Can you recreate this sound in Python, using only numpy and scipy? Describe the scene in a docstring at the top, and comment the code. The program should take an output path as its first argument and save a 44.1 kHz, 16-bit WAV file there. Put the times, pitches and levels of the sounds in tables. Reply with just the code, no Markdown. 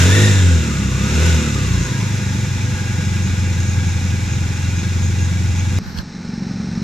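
"""On a lawn, a small one-cylinder four-stroke outboard runs on a parked kayak: two throttle blips,
then a loping idle. The intake drones, firings puff through the muffler, valves and piston knock on
the casing, loose fittings ring and the cooling fan whines with the speed. With a sharp click the
scene jumps to the stern, where the idle is thinner; a moment later a hand brushes a plastic case."""
import sys
import numpy as np
from scipy import signal
from scipy.fft import rfft, irfft
from scipy.io import wavfile
from scipy.ndimage import uniform_filter1d

SR = 44100
rng = np.random.default_rng(int(sys.argv[2]) if len(sys.argv) > 2 else 0)


def materialize(psi):
    """Save the field psi as 16-bit PCM at rate SR to the path in sys.argv[1].

    A 1-D psi becomes a single channel; in a 2-D psi each row is a channel.
    """
    bounded = np.clip(np.atleast_2d(psi).T, -1, 1)
    quanta = np.round(bounded * 32767).astype(np.int16)
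    wavfile.write(sys.argv[1], SR, quanta)


N = 301203
TIME = np.arange(N) / SR
JUMP_S = 5.787


def gain_of(db):
    """Decibels to amplitude."""
    return 10 ** (np.asarray(db) / 20)


def unit_rms(x):
    """Scales to rms 1."""
    return x / np.sqrt(np.mean(x ** 2) + 1e-20)


def follow(rows):
    """Each column of a time curve at every sample."""
    times_s, *columns = np.transpose(rows)
    return [np.interp(TIME, times_s, column) for column in columns]


def bell(centre_s, half_s):
    """Gaussian envelope, 1/e at half_s from its centre."""
    return np.exp(-((TIME - centre_s) / half_s) ** 2)


def db_at(spectrum, hz):
    """Interpolates a spectrum over log frequency."""
    points_hz, db = np.transpose(spectrum)
    return np.interp(np.log(hz + 1), np.log(points_hz), db)


def colour(x, spectrum, modes=(), size=16384):
    """Minimum-phase filter: a broad spectrum with resonances on top."""
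    hz = abs(np.fft.fftfreq(size, 1 / SR))
    peaks = 1 + sum(gain_of(db) ** 2 * 2 / (1 + (2 * (hz - f) / width) ** 2) for f, width, db in modes)
    log_gain = np.log(gain_of(db_at(spectrum, hz)) * np.sqrt(peaks))
    taps = np.fft.ifft(np.exp(np.conj(signal.hilbert(log_gain)))).real[:size // 2]
    return signal.oaconvolve(x, taps)[:N]


def ring(x, hz, width_hz):
    """One metal mode, shaken by x."""
    t = np.arange(SR // 8) / SR
    mode = np.exp(-np.pi * width_hz * t) * np.sin(2 * np.pi * hz * t)
    return unit_rms(signal.oaconvolve(x, mode)[:N])


def waver(hz):
    """Slow noise of rms 1, up to about hz."""
    lowpass = np.exp(-(np.fft.rfftfreq(N, 1 / SR) / hz) ** 2)
    return unit_rms(irfft(rfft(rng.standard_normal(N)) * lowpass, N))


def strokes(cycles, phase, spread_db, jitter, lope=np.zeros(N)):
    """One uneven impulse a cycle; phase and jitter in cycles. Lope weakens every second one."""
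    n = np.arange(np.ceil(cycles[0]), np.floor(cycles[-1]) + 1)
    size, late, short = np.sqrt(3) * rng.uniform(-0.998, 1, (len(n), 3)).T
    at = np.searchsorted(cycles, n + phase + jitter * late)
    strength = 1 - (n % 2) * lope[np.minimum(at, N - 1)] * (1 + .5 * short)
    return np.bincount(at, gain_of(spread_db * size) * strength, N + 1)[:N]


def puff(cycles, phase, decay):
    """Noise that jumps up once a cycle and fades; phase and decay in cycles."""
    return unit_rms(np.exp(-((cycles - phase) % 1) / decay) * rng.standard_normal(N))


# throttle blips: opens t/s, starts to close t/s, opening/0-1
THROTTLE_BLIPS = [(-.15, 0.56, 0.84), (1.09, 1.35, 0.71)]


def throttle(open_s=0.1, close_s=0.11, let_go_s=1.815):
    """Two shares 0-1: lever held off its idle stop, and blips towards wide open."""
    def ramp(start_s, length_s):
        return np.clip((TIME - start_s) / length_s, 0, 1)
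    blips = sum(opening * ramp(start_s, open_s) * (1 - ramp(end_s, close_s))
                for start_s, end_s, opening in THROTTLE_BLIPS)
    return 1 - ramp(let_go_s, close_s), blips


def loping():
    """Share by which every second firing falls short at idle, most of all in one spell."""
    held, _ = throttle()
    return (1 - held) * (0.19 + .6 * bell(centre_s=3.86, half_s=0.25))


# low orders of the cycle: order, relative level/dB with the throttle shut, part open, wide open
DRONE_ORDERS = [(2, -37, -20.5, -5.5), (3, -69, -20.5, -19.5), (4, -21, -20, -18), (5, -26.5, -64, -30),
                (6, -41.5, -23.5, -22.5)]


def drone(cycles, speed_hz, boom_hz=89.8, boom_width_hz=2.55, muffler_hz=246):
    """Low orders crest on the intake under throttle, on the exhaust at idle, and boom at a resonance."""
    held, blips = throttle()
    lope = loping()
    crest = .32 + .16 * held
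    swell = 1 + 0.33 * lope * np.cos(np.pi * (cycles - crest))
    turns = cycles - crest + .009 * waver(hz=20)  # the light flywheel runs unevenly
    unsteady_db = .6 + .5 * lope
    boom_power = gain_of(5.5 - 11 * blips) ** 2  # an open throttle damps the resonance
    orders = np.zeros(N)
    for order, shut_db, part_db, wide_db in DRONE_ORDERS:
        hz = order * speed_hz
        boom = np.sqrt(1 + boom_power / (1 + (2 * (hz - boom_hz) / boom_width_hz) ** 2))
        muffled = 1 / np.sqrt(1 + (hz / muffler_hz) ** 10)
        drift = .045 * (order - 2) * held * waver(hz=6.9)
        db = shut_db + held * (part_db - shut_db) + blips * (wide_db - part_db)
        db += unsteady_db * waver(hz=25)
        orders += boom * muffled * gain_of(db) * np.cos(2 * np.pi * (order * turns + drift))
    return np.sqrt(2) * swell * orders


# muffler response: f/Hz, gain/dB
MUFFLER_SPECTRUM = [(25, -42), (45, -17), (70, -0.5), (115, 5), (160, -0.5), (205, -3.5), (260, -14),
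                    (340, -16), (650, -63.5), (1200, -60), (15000, -55)]
# its chamber resonances: f/Hz, width/Hz, strength/dB
CHAMBER_MODES = [(180, 24, -2), (201, 16, 1), (268, 10, 3), (314, 16, 1)]


def exhaust(cycles):
    """Uneven firings and rushing gas chug through the muffler."""
    held, _ = throttle()
    firings = unit_rms(strokes(cycles, phase=0.2825, spread_db=0.5, jitter=0.012, lope=loping()))
    drive = firings + gain_of(-.7) * puff(cycles, phase=0.38, decay=1.0)
    level_db = -22.5 - held
    return gain_of(level_db) * unit_rms(colour(drive, MUFFLER_SPECTRUM, CHAMBER_MODES))


# exhaust response at the stern: f/Hz, gain/dB
PUTT_SPECTRUM = [(25, -46), (60, -9), (110, -5.5), (170, 2), (220, 4), (290, -15.5), (400, -21.5),
                 (520, -28), (700, -48), (1200, -80)]


def putts(cycles):
    """Close by, firings and weaker intake gulps sound as separate putts."""
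    firings = unit_rms(strokes(cycles, phase=.66, spread_db=1.5, jitter=.006))
    gulps = unit_rms(strokes(cycles, phase=0.276, spread_db=1.5, jitter=0.019))
    drive = firings + gain_of(-6) * gulps + gain_of(-10) * puff(cycles, phase=0.87, decay=0.71)
    return unit_rms(colour(drive, PUTT_SPECTRUM))


# gas pulses: f/Hz, gain/dB
BARK_SPECTRUM = [(100, -36.5), (190, -4.5), (260, 6), (350, 1), (450, -2), (560, -6), (700, -18.5),
                 (1400, -29.5), (15000, -63)]
# pipe resonances: f/Hz, width/Hz, strength/dB
PIPE_MODES = [(268, 12, 3), (350, 24, 1), (415, 20, 3), (455, 30, 1), (502, 12, 3), (627, 10, 6)]


def bark(cycles):
    """Sharp gas pulses from the two valves sweep their overtones through the pipe resonances."""
    intake = strokes(cycles, phase=.45, spread_db=1.5, jitter=.006)
    outlet = strokes(cycles, phase=.12, spread_db=1.5, jitter=.006)
    drive = unit_rms(intake + .5 * outlet) + gain_of(-5.5) * puff(cycles, phase=.45, decay=.8)
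    return scatter(unit_rms(colour(drive, BARK_SPECTRUM, PIPE_MODES)), decay_s=0.02, wet_db=-3)


# firings under load: f/Hz, gain/dB
SNARL_SPECTRUM = [(200, -50), (340, 7), (430, 2.5), (490, -8), (560, -4.5), (680, -13), (1100, -38)]


def snarl(cycles, speed_hz):
    """While a blip speeds up the crank, harder firings crack through the muffler."""
    _, blips = throttle()
    pull = uniform_filter1d(np.maximum(np.gradient(speed_hz), 0), SR // 4)
    load = np.sqrt(abs(pull / pull.max())) * blips
    firings = unit_rms(strokes(cycles, phase=.45, spread_db=1, jitter=.002))
    drive = firings + gain_of(-13) * puff(cycles, phase=.45, decay=.5)
    return gain_of(-26.5) * load * unit_rms(colour(drive, SNARL_SPECTRUM))


# valve seating and piston slap: phase/cycles, relative level/dB
CYCLE_KNOCKS = [(.1, 1), (.33, -5.5), (.7, 8), (0.828, 9)]


def clatter(cycles, knock_decay_s=0.018, rattles_per_s=1400):
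    """Knocks, loose gear and cooling air: the forces on the casing."""
    hits = sum(gain_of(db) * strokes(cycles, phase, spread_db=11, jitter=.012)
               for phase, db in CYCLE_KNOCKS)
    t = np.arange(SR // 50) / SR
    burst = rng.standard_normal(len(t)) * np.exp(-t / knock_decay_s)
    knocks = unit_rms(signal.oaconvolve(hits, burst)[:N])
    rattle = unit_rms((rng.random(N) < rattles_per_s / SR) * rng.standard_normal(N))
    return gain_of(-13) * knocks + gain_of(-4) * rattle + puff(cycles, phase=.48, decay=22)


def casing(cycles, spectrum, modes, level_db, wet_db):
    """Two faces of the casing clatter separately: towards the listener and towards the wall."""
    faces = (colour(clatter(cycles), spectrum, modes) for _ in range(2))
    return [gain_of(level_db) * unit_rms(scatter(face, decay_s=0.033, wet_db=wet_db)) for face in faces]


# loose fittings: f/Hz, width/Hz, relative level/dB at idle, with the throttle held
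FITTING_MODES = [(848, 22, -17.5, -24), (1460, 14, -16, -11.5), (1633, 12, -12, -14),
                 (2050, 10, -19.5, -17.5), (2282, 8, -14.5, -21), (2455, 12, -13, -16),
                 (2622, 20, -26, -14), (2795, 30, -29, -15.5), (3450, 30, -19, -21), (3810, 20, -19.5, -19)]


def chatter(cycles, taps_per_s=200):
    """Each fitting is jolted once a cycle and taps in between; the throttle sets which ring most."""
    held, _ = throttle()
    fittings = np.zeros(N)
    for hz, width_hz, idle_db, held_db in FITTING_MODES:
        jolts = unit_rms(strokes(cycles, phase=rng.random(), spread_db=3.5, jitter=0.0399))
        taps = unit_rms(1. * (rng.random(N) < taps_per_s / SR))
        db = idle_db + held * (held_db - idle_db)
        fittings += gain_of(db) * ring(jolts + gain_of(-3) * taps, hz, width_hz)
    return fittings


# bracket buzzes: t/s, level/dB
BRACKET_BUZZES = [(1.843, -35), (3.254, -38), (3.625, -39), (3.702, -38), (3.888, -38.5), (4.328, -39.5),
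                  (4.79, -37.5), (5.051, -36.5), (5.239, -37.5), (5.591, -37)]
# bracket modes, each applied twice: f/Hz, width per pass/Hz, relative level/dB
BRACKET_MODES = [(6150, 360, -9), (6590, 360, 5), (6900, 300, -8)]


def bracket(taps_per_s=2500):
    """A loose bracket buzzes in short bursts of tiny taps."""
    bursts = sum(gain_of(db) * bell(at_s, half_s=0.034) for at_s, db in BRACKET_BUZZES)
    taps = (rng.random(N) < taps_per_s / SR) * rng.standard_normal(N)
    ringing = sum(gain_of(db) * ring(ring(taps, hz, width_hz), hz, width_hz)
                  for hz, width_hz, db in BRACKET_MODES)
    return bursts * unit_rms(ringing)


def fan_whine(cycles, level_db, blades=18):
    """The fan turns twice a cycle; the surging crank smears its blade tone into sidebands."""
    surge = .22 * np.sin(2 * np.pi * cycles)
    phase_rad = 2 * np.pi * (2 * blades * cycles + surge) + 1.6 * waver(hz=50)
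    tone = np.cos(phase_rad) + gain_of(-7.5) * np.cos(2 * phase_rad)
    return gain_of(level_db) * unit_rms((1 + 0.4 * waver(hz=60)) * tone)


# fan air: f/Hz, gain/dB
AIR_SPECTRUM = [(1500, -37), (3000, 9), (3700, 18), (4700, -13), (7200, 20.5), (9000, -2.5), (12000, -32),
                (15500, -21)]
# shroud resonances: f/Hz, width/Hz, strength/dB
SHROUD_MODES = [(3660, 110, 1), (3920, 70, 0)]


def fan_rush(revs_oct):
    """Air torn by the blades hisses in the shroud, rising steeply with speed."""
    hiss = unit_rms(colour(rng.standard_normal(N), AIR_SPECTRUM, SHROUD_MODES))
    return gain_of(-54 + 19.5 * revs_oct) * hiss


# carburettor hiss: f/Hz, gain/dB
CARBURETTOR_SPECTRUM = [(7000, -40), (9700, 3), (11000, -9), (12200, -12), (15000, -17)]


def carburettor(cycles, effort_db, full_effort_db=-21.5):
    """Air hisses in with each intake stroke, audible only when the engine works hard."""
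    hiss = unit_rms(colour(puff(cycles, phase=0.41, decay=1.7), CARBURETTOR_SPECTRUM))
    return gain_of(-42 + 5.1 * np.minimum(effort_db - full_effort_db, 0)) * hiss


# click at the jump, then two bumps: t/s, rustle level/dB, thud level/dB, half-length/s
CLICK_AND_BUMPS = [(5.788, -23, -15.5, 0.00037), (5.887, -38.5, -30.5, 0.062), (5.987, -32.5, -26, 0.029)]
# rustle and thud: f/Hz, gain/dB
RUSTLE_SPECTRUM = [(200, 8), (1100, 5), (1700, -3), (3000, -2.5), (4400, -11), (5500, 0), (7500, -5),
                   (10000, -19), (13000, -2), (15000, -15)]
THUD_SPECTRUM = [(15, -21), (35, -9), (80, 4), (140, -18), (400, -48), (2000, -62)]
# case resonances: f/Hz, width/Hz, strength/dB
CASE_MODES = [(1640, 180, 19), (4370, 410, 18)]


def click_and_bumps():
    """A sharp click where the scene jumps to the stern, then two rustling bumps on a plastic case."""
    ears = []
    for _ in range(2):
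        rustle = unit_rms(colour(rng.standard_normal(N), RUSTLE_SPECTRUM, CASE_MODES))
        thud = unit_rms(colour(rng.standard_normal(N), THUD_SPECTRUM))
        ears.append(sum(bell(at_s, half_s) * (gain_of(rustle_db) * rustle + gain_of(thud_db) * thud)
                        for at_s, rustle_db, thud_db, half_s in CLICK_AND_BUMPS))
    return np.array(ears)


# finger ticks: t/s, peak level/dB
FINGER_TICKS = [(5.9753, -19), (5.9853, -21), (5.9874, -14)]
# plastic shell modes: f/Hz, relative level/dB, T60/s
SHELL_MODES = [(1720, -12, 0.033), (3300, 2, .008), (4400, 3, 0.015), (4850, -2, 0.011), (5400, -4, 0.016),
               (7900, -7, .008)]


def finger_clacks(cutoff_hz=8500):
    """A finger catches the case: quick ticks ring its shell, with the top treble cut away."""
    t = np.arange(SR // 10) / SR
    shell = sum(gain_of(db - 60 * t / t60_s) * np.sin(2 * np.pi * hz * t)
                for hz, db, t60_s in SHELL_MODES)
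    shell = signal.sosfilt(signal.butter(10, cutoff_hz, fs=SR, output="sos"), shell)
    ticks = np.zeros(N)
    for at_s, db in FINGER_TICKS:
        ticks[round(at_s * SR)] = gain_of(db)
    return signal.oaconvolve(ticks, shell / abs(shell).max())[:N]


def scatter(x, decay_s, wet_db, echoes_per_s=2000):
    """Wall, hull and shrubs add a short spray of echoes."""
    t = np.arange(SR // 5) / SR
    taps = rng.standard_normal(len(t)) * (rng.random(len(t)) < echoes_per_s / SR) * np.exp(-t / decay_s)
    echoes = signal.oaconvolve(x, taps / np.linalg.norm(taps))[:N]
    wet = gain_of(wet_db)
    return (x + wet * echoes) / np.hypot(1, wet)


def garden(direct, around, width, balance=None):
    """Both ears share the direct sound; sound from around reaches them in opposite phase."""
    hz = np.fft.rfftfreq(N, 1 / SR)
    mid = rfft(direct)
    side = 1j * gain_of(db_at(width, hz)) * rfft(around)
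    lean = gain_of(db_at(balance, hz) / 2) if balance else 1
    return irfft(np.array([(mid + side) * lean, (mid - side) / lean]), N)


# engine speed: t/s, four-stroke cycle rate/Hz
LAWN_SPEED = [(0.0, 41.67), (0.14, 49.66), (0.26, 52.3), (0.4, 47.02), (0.72, 35.86), (0.92, 31.87),
              (1.06, 34.62), (1.28, 42.84), (1.55, 34.6), (1.9, 27.07), (2.3, 24.11), (3.0, 22.99),
              (3.5, 22.52), (4.1, 22.13), (4.5, 21.79), (5.0, 22.31), (5.79, 22.4)]
# engine effort: t/s, relative level/dB
LAWN_EFFORT = [(0.0, -16.5), (0.06, -20.5), (0.24, -21), (0.45, -27), (0.89, -30), (1.27, -23), (1.5, -28),
               (2.28, -30.5), (5.78, -32.5)]
# casing and fan shroud responses: f/Hz, gain/dB
LAWN_CASING_SPECTRUM = [(150, 5.5), (380, -7), (500, -8.5), (680, -7), (850, -2), (1100, -1.5), (1600, 0.5),
                        (2400, 1), (3000, -6), (3700, -1.5), (4100, -3), (4550, -7.5), (5300, -2),
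                        (6100, -2.5), (7100, -0.5), (8800, -17), (13000, -22.5), (15500, -37)]
SHROUD_SPECTRUM = [(800, -5), (1150, 0.5), (1340, -1), (1500, -0.5), (1650, 0.5), (1850, 4), (2400, -5),
                   (3700, 6.5), (5000, -1)]
# cowl, tank and cooling fins: f/Hz, width/Hz, strength/dB
LAWN_CASING_MODES = [(502, 9, 15), (627, 8, 6), (960, 20, 1), (1460, 24, 4), (1995, 16, 1), (2730, 14, 8),
                     (2850, 20, 1), (5190, 50, -3), (5800, 40, -2), (6380, 50, -3), (6790, 50, -2)]
# stereo width: f/Hz, side gain/dB
LAWN_SIDE_GAIN = [(30, -18), (80, -15), (180, -17), (350, -17.5), (700, -3), (1400, -2.5), (2800, -6.5),
                  (6000, -3.5), (10000, 0.5)]
# stereo balance: f/Hz, left minus right/dB
LAWN_BALANCE = [(120, .5), (350, -2.5), (700, -3.5), (1400, 1), (3000, 0.8), (10000, -1)]


def from_lawn():
    """The engine broadside from a few metres."""
    speed_hz, = follow(LAWN_SPEED)
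    effort_db, = follow(LAWN_EFFORT)
    _, blips = throttle()
    cycles = np.cumsum(speed_hz) / SR
    revs_oct = np.log2(speed_hz / speed_hz.min())
    faces = casing(cycles, LAWN_CASING_SPECTRUM, LAWN_CASING_MODES, effort_db - 1.2, wet_db=-11)
    whine = colour(fan_whine(cycles, effort_db - 12.5 + 2.5 * revs_oct), SHROUD_SPECTRUM)
    bark_db = effort_db - 7 + 4.5 * revs_oct - 1.5 * blips
    gas = exhaust(cycles) + gain_of(bark_db) * bark(cycles) + snarl(cycles, speed_hz)
    hum = gain_of(-2.5) * drone(cycles, speed_hz)
    loose_parts = gain_of(effort_db - 3.8 * revs_oct) * chatter(cycles) + bracket()
    shared = hum + gas + whine + loose_parts
    front, back = (face + fan_rush(revs_oct) + carburettor(cycles, effort_db) for face in faces)
    return garden(shared + front, shared + back, LAWN_SIDE_GAIN, LAWN_BALANCE)


# idle speed: t/s, four-stroke cycle rate/Hz
STERN_IDLE_SPEED = [(5.787, 23.3), (6.3, 23.05), (6.5, 22.32), (6.83, 23.5)]
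# idle loudness: t/s, putt level/dB, clatter level/dB
STERN_LEVELS = [(5.8, -29.5, -34), (6.07, -33, -35), (6.35, -25.5, -32.5), (6.83, -22.5, -31)]
# casing response: f/Hz, gain/dB
STERN_CASING_SPECTRUM = [(40, 13), (170, 24), (500, 5.5), (650, 1), (850, 0.5), (1150, 1.5), (1500, 4.5),
                         (2500, 0), (2850, -5), (3300, -7.5), (4100, 1), (4750, -2.5), (5500, 2.5),
                         (6600, -6.5), (7200, -13), (8300, -14.5), (10500, -37), (13500, -32)]
# casing resonances: f/Hz, width/Hz, strength/dB
STERN_CASING_MODES = [(1480, 130, -5), (2480, 200, -5), (3980, 280, -3), (5420, 300, -4)]
# stereo width, nearly mono: f/Hz, side gain/dB
STERN_SIDE_GAIN = [(60, -32), (160, -65), (480, -13), (1900, -40), (7520, -31), (15000, 5)]


def from_stern():
    """The idle close by: putts, whine and clatter without the boom."""
    speed_hz, = follow(STERN_IDLE_SPEED)
    putts_db, clatter_db = follow(STERN_LEVELS)
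    cycles = np.cumsum(speed_hz) / SR
    cycles -= np.interp(JUMP_S, TIME, cycles)
    shared = gain_of(putts_db) * putts(cycles) + fan_whine(cycles, clatter_db - 18)
    front, back = casing(cycles, STERN_CASING_SPECTRUM, STERN_CASING_MODES, clatter_db, wet_db=-12)
    return garden(shared + front, shared + back, STERN_SIDE_GAIN)


def scene():
    """First from the lawn, then abruptly from the stern."""
    return np.where(TIME < JUMP_S, from_lawn(), from_stern()) + click_and_bumps() + finger_clacks()


def record(dry):
    """Rounds off the loudest crests, then cuts the top treble."""
    knee, headroom, cutoff_hz = .7, .25, 15200
    inside = np.clip(dry, -knee, knee)
    rounded = inside + headroom * np.tanh((dry - inside) / headroom)
    lowpass = signal.firwin(511, cutoff_hz, window=("kaiser", 9), fs=SR)
    return signal.oaconvolve(rounded, lowpass[None], "same")


dry = scene()
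out = record(dry)
materialize(out)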